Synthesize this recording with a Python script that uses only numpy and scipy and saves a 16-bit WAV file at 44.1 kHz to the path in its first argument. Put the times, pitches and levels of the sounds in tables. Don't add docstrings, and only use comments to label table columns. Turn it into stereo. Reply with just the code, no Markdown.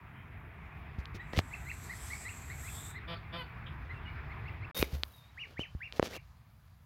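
import sys
import numpy as np
from scipy import signal
from scipy.fft import rfft, irfft, next_fast_len
from scipy.io import wavfile
from scipy.ndimage import uniform_filter1d

SR = 44100
rng = np.random.default_rng(int(sys.argv[2]) if len(sys.argv) > 2 else 0)


def materialize(psi):
    bounded = np.clip(np.atleast_2d(psi).T, -1, 1)
    quanta = np.round(bounded * 32767).astype(np.int16)
    wavfile.write(sys.argv[1], SR, quanta)


def level_to_linear(level):
    exponent = np.asarray(level, float) / 20
    return 10 ** exponent


N = 302085

# start_s, end_s
PAUSE_S = (4.714, 4.7455)


def rms_one(x):
    return x / np.sqrt(np.mean(x ** 2) + 1e-20)


def in_time(rows):
    s, *columns = np.transpose(rows)
    return [np.interp(np.arange(N) / SR, s, c) for c in columns]


def within(rows, edge_s):
    t = np.arange(N) / SR
    return np.clip(np.minimum(t - rows[0][0], rows[-1][0] - t) / edge_s, 0, 1)


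def at_hz(points, hz):
    return np.interp(np.log(hz), np.log(np.array(points)[:, 0]), np.array(points)[:, 1])


def drift(corner_hz):
    pole = np.exp(-80 * np.pi * corner_hz / SR)
    white = rng.standard_normal(N // 40 + 2002)
    slow = signal.lfilter([1], [1, -2 * pole, pole * pole], white)[2000:]
    return np.interp(np.arange(N) / 40, np.arange(len(slow)), rms_one(slow))


def coloured(x, spectrum):
    size = next_fast_len(N)
    hz = np.arange(size // 2 + 1) * SR / size + 1
    return rms_one(irfft(rfft(x, size) * level_to_linear(at_hz(spectrum, hz)), size)[..., :N])


def placed(x, pan_db, lag_s=0.):
    t = np.arange(N)
    left = np.interp(t - lag_s * SR, t, x)
    return np.array([left * level_to_linear(pan_db / 2), x * level_to_linear(-pan_db / 2)])


def ring(x, hz, t60_s):
    r, w = level_to_linear(-60 / (t60_s * SR)), 2 * np.pi * hz / SR
    return signal.lfilter([0, np.sin(w)], [1, -2 * r * np.cos(w), r * r], x + 1e-18)


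def whistle(rows, octave_db, mouth_hz, flutter_db, beak=((1, 0),)):
    hz, height = in_time([(s, f, level_to_linear(db)) for s, f, db in rows])
    hz = uniform_filter1d(hz, size=180)
    phase = 2 * np.pi * np.cumsum(hz) / SR
    octave_gain = level_to_linear(octave_db - 37.0 * abs(np.log2(2 * hz / mouth_hz)))
    tone = level_to_linear(at_hz(beak, hz)) * np.sin(phase) + octave_gain * np.sin(2 * phase)
    return np.sqrt(2) * height * level_to_linear(flutter_db * drift(97)) * within(rows, 0.0042) * tone


def garden_echo(x, t60_s):
    t = np.arange(round(t60_s * SR)) / SR
    tail = rng.standard_normal((2, len(t))) * level_to_linear(-60 * t / t60_s) * np.clip(t / 0.019, 0, 1)
    return signal.fftconvolve(x[None], tail / np.sqrt(np.sum(tail ** 2) / 2), axes=1)[:, :N]


def air():
    # start_s, rumble_db, wash_db
    traffic = [(0, -37, -26.5), (.9, -35, -23), (1.4, -35.5, -22.5), (3.4, -33, -22.5), (4.3, -29.5, -19.5),
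               (4.71, -30.5, -21), (4.75, -46, -23.5), (5.6, -38, -23.5), (6.85, -42.5, -30.5)]
    # freq_hz, gain_db
    first_spot = [(30, -3), (64, 10), (134, 3.5), (273, -17.5), (404, -25.5), (569, -33), (822, -20),
                  (2300, -20.5), (3300, -42), (4800, -54), (9000, -52), (14000, -43)]
    second_spot = [(30, -15), (60, 8.5), (140, -1), (190, -18), (374, -42), (1010, -28.5), (3220, -39.5),
                   (8800, -49.5), (14000, -42.5)]
    # freq_hz, likeness (-1 to 1)
    likeness = [(130, 0.94), (550, 0.51), (1300, -0.3), (3500, -0.12), (15000, 1)]
    steady_db = -35
    near_wash_db, tyre_hz, tyre_db_per_db = -25.5, 4280, 1

    rumble_db, wash_db = in_time(traffic)
    late = np.arange(N) / SR > PAUSE_S[0]
    white, edges, out = rng.standard_normal((2, 2, N)), 28 * 2 ** np.arange(0, 9.6, .5), 0
    for k, (low, high) in enumerate(zip(edges, np.minimum(edges[1:], .45 * SR))):
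        band = signal.butter(3, [low, high], "band", fs=SR, output="sos")
        mid, side = signal.sosfilt(band, white[k % 2])
        hz = np.sqrt(low * high)
        alike = np.clip(at_hz(likeness, hz), -.95, .98)
        wash_share = np.clip(np.log2(hz / 180), 0, 1) * np.clip(np.log2(9000 / hz), 0, 1)
        level_db = rumble_db if hz < 180 else wash_share * wash_db + (1 - wash_share) * steady_db
        tyre_share = max(1 - 2 * abs(np.log2(hz / tyre_hz)), 0)
        level_db = level_db + tyre_db_per_db * (wash_db - near_wash_db) * ~late * tyre_share
        colour_db = np.where(late, at_hz(second_spot, hz), at_hz(first_spot, hz))
        gain = level_to_linear(level_db + colour_db + 1.64 * drift(8.9))
        out = out + gain * (np.sqrt(1 + alike) * mid + np.sqrt(1 - alike) * side * [[1], [-1]])
    return out


def whistles():
    # start_s, length_s, first_hz, loudest_hz, last_hz, level_db, blur_hz
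    calls = [(0.132, 0.12, 3050, 3110, 3200, -68.5, 89), (2.66, 0.34, 3420, 3560, 3770, -61.5, 160),
             (3.659, 0.036, 3150, 3260, 3200, -55.5, 450), (3.925, 0.075, 2760, 2760, 2620, -61.5, 43),
             (4.044, 0.051, 3170, 2850, 2930, -57.5, 15), (4.733, 0.098, 3640, 3715, 3800, -48.5, 8.4),
             (5.09, 0.17, 3960, 3760, 3520, -71, 34), (5.194, 0.12, 3700, 3700, 3900, -76, 70)]
    top_at, edge_db = .42, -10
    clear_hz = 35

    far = 0
    for s, length_s, first_hz, top_hz, last_hz, db, blur_hz in calls:
        rows = [(s, first_hz, db + edge_db),
                (s + top_at * length_s, top_hz, db),
                (s + length_s, last_hz, db + edge_db)]
        tone = whistle(rows, -np.inf, SR, flutter_db=0.5)
        smear = (clear_hz + blur_hz * drift(blur_hz)) / np.hypot(clear_hz, blur_hz)
        far = far + tone * smear
    return placed(far, 17.0) + level_to_linear(-1) * garden_echo(far, .25)


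def hiss():
    # start_s, level_db, top_octave_db
    swell = [(1.2, -79, -7), (1.43, -60.5, -6), (1.7, -57.5, -6), (2.1, -48, -8), (2.45, -56.5, -5.5),
             (2.75, -48, -5), (2.9, -52.5, -5), (2.99, -80, 3)]
    # freq_hz, gain_db
    colour = [(2700, -11), (3600, -6.5), (5300, -10.5), (6000, -8), (6900, -3.5), (7600, 6.5), (8500, 0),
              (9150, -11.5), (9600, -5.5), (10300, -9), (11600, 1), (13600, -8.5), (16000, -13)]

    db, top_db = in_time(swell)
    white = rng.standard_normal((2, 1, N)) + 0.6 * rng.standard_normal((2, 2, N))
    white, edges, out = coloured(white, colour), np.geomspace(2500, 17000, 13), 0
    for k, (low, high) in enumerate(zip(edges, edges[1:])):
        sos = signal.butter(2, [low, high], "band", fs=SR, output="sos")
        band = signal.sosfilt(sos, white[k % 2])
        out = out + band * level_to_linear(2.3 * drift(1.94) + top_db * (low > 9500))
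    return out * level_to_linear(db + 0.92 * drift(26)) * within(swell, 0.0043) * level_to_linear([[-3.5], [2.5]])


def rubs(port):
    # peak_s, swell_s and fade_s (20 dB, dull part), dull_db, bright_db, port "L" or "R"
    strokes = [(.99, .008, .045, -53, -75, "R"), (1.152, .011, .03, -43, -73, "R"),
               (1.335, .015, .07, -47, -76, "L"), (1.388, .04, .022, -35.5, -70, "L"),
               (4.78, .1, .2, -45.5, -60, "L"), (4.79, .075, .09, -39, -32.5, "R"),
               (4.9, .1, .2, -51, -58, "R"), (4.95, .045, .024, -43.5, -53, "L"),
               (5.12, .4, .24, -80, -59, "R"), (5.52, .12, .042, -55, -72, "R"),
               (5.605, .025, .042, -47.5, -71, "R"), (5.932, .004, .07, -52, -70, "L"),
               (5.975, .055, .026, -44.5, -65, "R"), (6.052, .034, .04, -37, -80, "L"),
               (6.165, .13, .016, -41, -55, "L")]
    # freq_hz, gain_db
    colour = [(120, 8), (500, 11), (900, 0), (3000, -2.5), (6000, -5), (8500, -15)]
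    firm_db = -38

    grain = rng.standard_normal((2, N)) * level_to_linear(3.2 * drift(300))
    dull = coloured(grain[0], colour)
    bright = coloured(grain[1], [(5000, -5.0), (8000, -12.5), (12000, 0.0), (16000, -3.5)])
    top = signal.sosfilt(signal.butter(2, 3600, "high", fs=SR, output="sos"), dull)
    dull = signal.sosfilt(signal.butter(2, 3600, "low", fs=SR, output="sos"), dull)
    out, t = 0, np.arange(N) / SR
    for s, swell_s, fade_s, dull_db, bright_db, side in strokes:
        if side == port:
            distance = np.minimum(np.maximum((s - t) / swell_s, (t - s) / fade_s), 3)
            stroke = level_to_linear(-20 * distance ** 2)
            stroke = stroke * ((t > PAUSE_S[0]) == (s > PAUSE_S[0]))
            body = dull - top * np.sqrt(stroke * level_to_linear(dull_db - firm_db))
            out = out + stroke * level_to_linear(dull_db) * body + stroke ** 2 * level_to_linear(bright_db) * bright
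    return out


def handling():
    # start_s, level_db, ring_hz, left_minus_right_db
    ticks = [(1.0562, -29.5, 3150, 20), (1.333, -33.5, 2610, 20), (1.364, -32, 2800, 24),
             (1.3755, -24, 2820, 23), (1.3897, -16.5, 2100, 20.5), (1.401, -29, 3000, 11),
             (4.8266, -11.5, 2200, -11), (5.0346, -2, 3870, -10.5), (5.9247, -36.5, 2880, 40),
             (5.9964, -28, 1690, 21), (6.0268, -24.5, 2370, 19.5)]
    # start_s, level_db, ring_hz, t60_s, left_minus_right_db
    knocks = [(0.985, -28, 70, 0.11, -14), (1.147, -35.5, 97, 0.12, -15), (1.335, -24, 314, 0.0025, 30.5),
              (1.377, -19, 91, 0.1, 7.5), (1.3916, -6.5, 364, 0.0015, 21.5), (4.798, -37, 64.7, 0.23, -32),
              (4.8275, -13, 410, 0.011, 9), (4.931, -30.5, 71.5, 0.34, -16),
              (5.594, -16.5, 198, 0.0052, -13), (5.75, -30, 74, 0.068, -17.5),
              (5.9967, -14.5, 475, 0.0094, 22), (6.028, -21.5, 556, 0.0078, 29)]
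    leak_db = -19

    out, click = np.zeros((2, N)), np.arange(N // 20) == 0
    blows = []
    for s, db, hz, pan_db in ticks:
        tick = level_to_linear(-2.5) * ring(click, 4280, 0.0012) - ring(click, hz, 4.84 / hz)
        blows.append((s, db, pan_db, tick))
    for s, db, hz, t60_s, pan_db in knocks:
        knock = ring(click, hz, t60_s) + level_to_linear(-5.5) * ring(click, 1.8 * hz, 0.34 * t60_s)
        blows.append((s, db, pan_db, knock))
    for s, db, pan_db, sound in blows:
        out[:, round(s * SR):][:, :len(sound)] += sound * level_to_linear([[db + pan_db / 2], [db - pan_db / 2]])
    return out + rubs("L") * level_to_linear([[0], [leak_db]]) + rubs("R") * level_to_linear([[leak_db], [0]])


def goose():
    # start_s, length_s, top_group_rate_hz, level_db, evens_at (share of length; above 1: never)
    honks = [(3.069, 0.086, 169.9, -38, 1.1), (3.318, 0.114, 171.8, -37.5, 0.43)]
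    # ring_hz, width_hz (each of two rings), gain_db
    throat_shut = [(620, 223, 1), (1250, 320, 9), (1820, 270, 1.5), (2340, 220, -1.5), (3390, 850, -4),
                   (4540, 770, -8)]
    throat_open = [(524, 220, -7), (1070, 280, 5.5), (1520, 350, 5.5), (2070, 310, -3), (3050, 910, -3.5),
                   (4470, 540, -7.5)]
    scatter_s = (.0006, .0011, .0017)
    scatter_gain = .6
    weak_pulse, evening_s = 0.16, 0.023
    top_at, sag_hz_per_s2 = .44, 3400
    attack_s, release_s, edge_db = 0.023, 0.018, -7
    bright_ring_db = -33.5

    out, hum, t = 0, 0, np.arange(N) / SR
    for s, length_s, top_hz, level_db, evens_at in honks:
        end_s = s + length_s
        span = [(s, edge_db), (s + attack_s, 0), (end_s - release_s, 0), (end_s, edge_db)]
        hz = top_hz - sag_hz_per_s2 * np.minimum(abs(t - s - top_at * length_s), length_s) ** 2
        opening = np.clip((t - s - evens_at * length_s) / evening_s, 0, 1)
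        even = weak_pulse + (1 - weak_pulse) * opening
        count = np.cumsum(3 * hz * (1 + .005 * drift(150))) / SR
        fired = np.diff(np.floor(count), prepend=0)
        pulses = fired * np.where(np.floor(count) % 3 == 0, 1, even) * level_to_linear(drift(250))
        pulses = pulses + .018 * rng.standard_normal(N)
        voice = 0
        for throat, share in ((throat_shut, 1 - opening), (throat_open, opening)):
            for k, (f, w, gain_db) in enumerate(throat):
                formant = ring(ring(pulses * share, f, 2.2 / w), f, 2.2 / w)
                voice = voice + (-1) ** k * level_to_linear(gain_db) * w * w * formant
        neck = signal.butter(8, 5450, "low", fs=SR, output="sos")
        voice = signal.sosfilt(neck, voice)
        voice = voice / np.sqrt(uniform_filter1d(voice ** 2, size=1500))
        voice = voice + level_to_linear(bright_ring_db) * rms_one(ring(pulses, 11500, 0.0015))
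        group_phase = 2 * np.pi * count / 3
        chest = (1 - even) * (level_to_linear(-6) * np.sin(group_phase) + level_to_linear(-16) * np.sin(2 * group_phase))
        swell = level_to_linear(level_db + in_time(span)[0]) * within(span, 0.01)
        out, hum = out + voice * swell, hum + chest * swell
    for lag_s in scatter_s:
        loop = np.r_[1, np.zeros(round(lag_s * SR)), scatter_gain]
        out = signal.lfilter(loop[::-1], loop, out + 1e-18)
    out = out + hum
    return placed(out, 2.5, .00035) + level_to_linear(-11) * garden_echo(out, .3)


def gosling():
    # top_s, rise_s, top_hz, level_db, start_extra_db, left_minus_right_db
    peeps = [(1.215, 0.021, 1983, -43, 6, 4), (1.379, 0.046, 2190, -48.5, 5, -4.5),
             (1.539, 0.038, 2730, -39.5, -25, 3), (1.703, 0.054, 2790, -39, -11, 1),
             (1.925, 0.031, 2155, -41, 9, -0.5), (2.132, 0.033, 2275, -43, 1, 6),
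             (2.296, 0.048, 2896, -46, 10, 4), (2.527, 0.029, 2300, -50.5, 17.5, -2),
             (2.687, 0.055, 2725, -48, 4, 2), (2.976, 0.032, 2120, -46, 3, 8),
             (3.916, .028, 2090, -46, 5, 2), (4.091, 0.032, 2360, -49, -1, -1),
             (4.319, .026, 2200, -50.5, -7, -18), (4.483, 0.046, 2850, -52.5, -4, -21),
             (4.648, 0.043, 2764, -54.5, 0.5, -21), (4.819, 0.035, 2562, -44, -5, 16.5),
             (5.411, 0.038, 2986, -38.5, -1, 5), (5.614, 0.047, 3150, -35.5, -4.5, 3),
             (5.853, 0.043, 2876, -45, 13.5, 5.5), (6.155, 0.031, 2855, -48.5, 8, 2)]
    # place (-1 start, 0 top, 1 end), share of the way from foot to top pitch, level_db
    feeding_shape = [(-1, 0.012, -3), (-.3, 0.803, -1.5), (0.19, 1.0, 1.5), (0.184, 0.987, 3),
                     (0.48, 0.49, -9.5), (0.9, 0.022, 7)]
    walking_shape = [(-1.2, -0.28, -38), (-.78, .22, -3), (-.3, .84, -4.5), (0.041, 0.97, 1),
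                     (0.3, 0.77, -4.5), (.45, .45, -2), (0.47, 0.43, -11.5), (1, -0.31, -30.5)]
    # foot_hz, ceiling_hz (before the top), fall_s, octave_db, mouth_hz, left_lag_s
    manners = [(1820, 2170, 0.0192, -11, 4150, -.00009), (1705, 3300, 0.059, -23, 5860, .00007)]
    # peep time_s, gain_db
    octave_over_time = [(1.9, -5), (2.5, -1), (4.3, -11), (4.7, -11), (4.8, -3)]
    # pitch_hz, gain_db
    beak_gain = [(1600, -8.5), (2200, -1.5), (2450, -4.5), (2700, -2.5)]

    near, dry_peeps = 0, 0
    for s, rise_s, top_hz, db, start_db, pan_db in peeps:
        walking = s > PAUSE_S[0]
        foot_hz, ceiling_hz, fall_s, octave_db, mouth_hz, lag_s = manners[int(walking)]
        rows = []
        for place, share, rel_db in (walking_shape if walking else feeding_shape):
            rising = place < 0
            hz = min(foot_hz + share * (top_hz - foot_hz), ceiling_hz if rising else top_hz)
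            level_db = db + rel_db + start_db * max(-place, 0)
            rows.append((s + place * (rise_s if rising else fall_s), hz, level_db))
        octave_db = octave_db + np.interp(s, *np.transpose(octave_over_time))
        peep = whistle(rows, octave_db, mouth_hz, flutter_db=3.0, beak=beak_gain)
        near, dry_peeps = near + placed(peep, pan_db, lag_s), dry_peeps + peep
    return near + level_to_linear(-8) * garden_echo(dry_peeps, .19)


def scene():
    return air() + whistles() + hiss() + handling() + goose() + gosling()


def band_limit(x):
    return signal.sosfilt(signal.butter(12, 15850, fs=SR, output="sos"), x)


def record(dry):
    t = np.arange(N) / SR
    on = np.clip(np.maximum(PAUSE_S[0] - t, t - PAUSE_S[1]) / .001, 0, 1)
    heard = signal.sosfilt(signal.butter(2, 45, "high", fs=SR, output="sos"), dry)
    return band_limit(heard * on)


dry = scene()
out = record(dry)
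materialize(out)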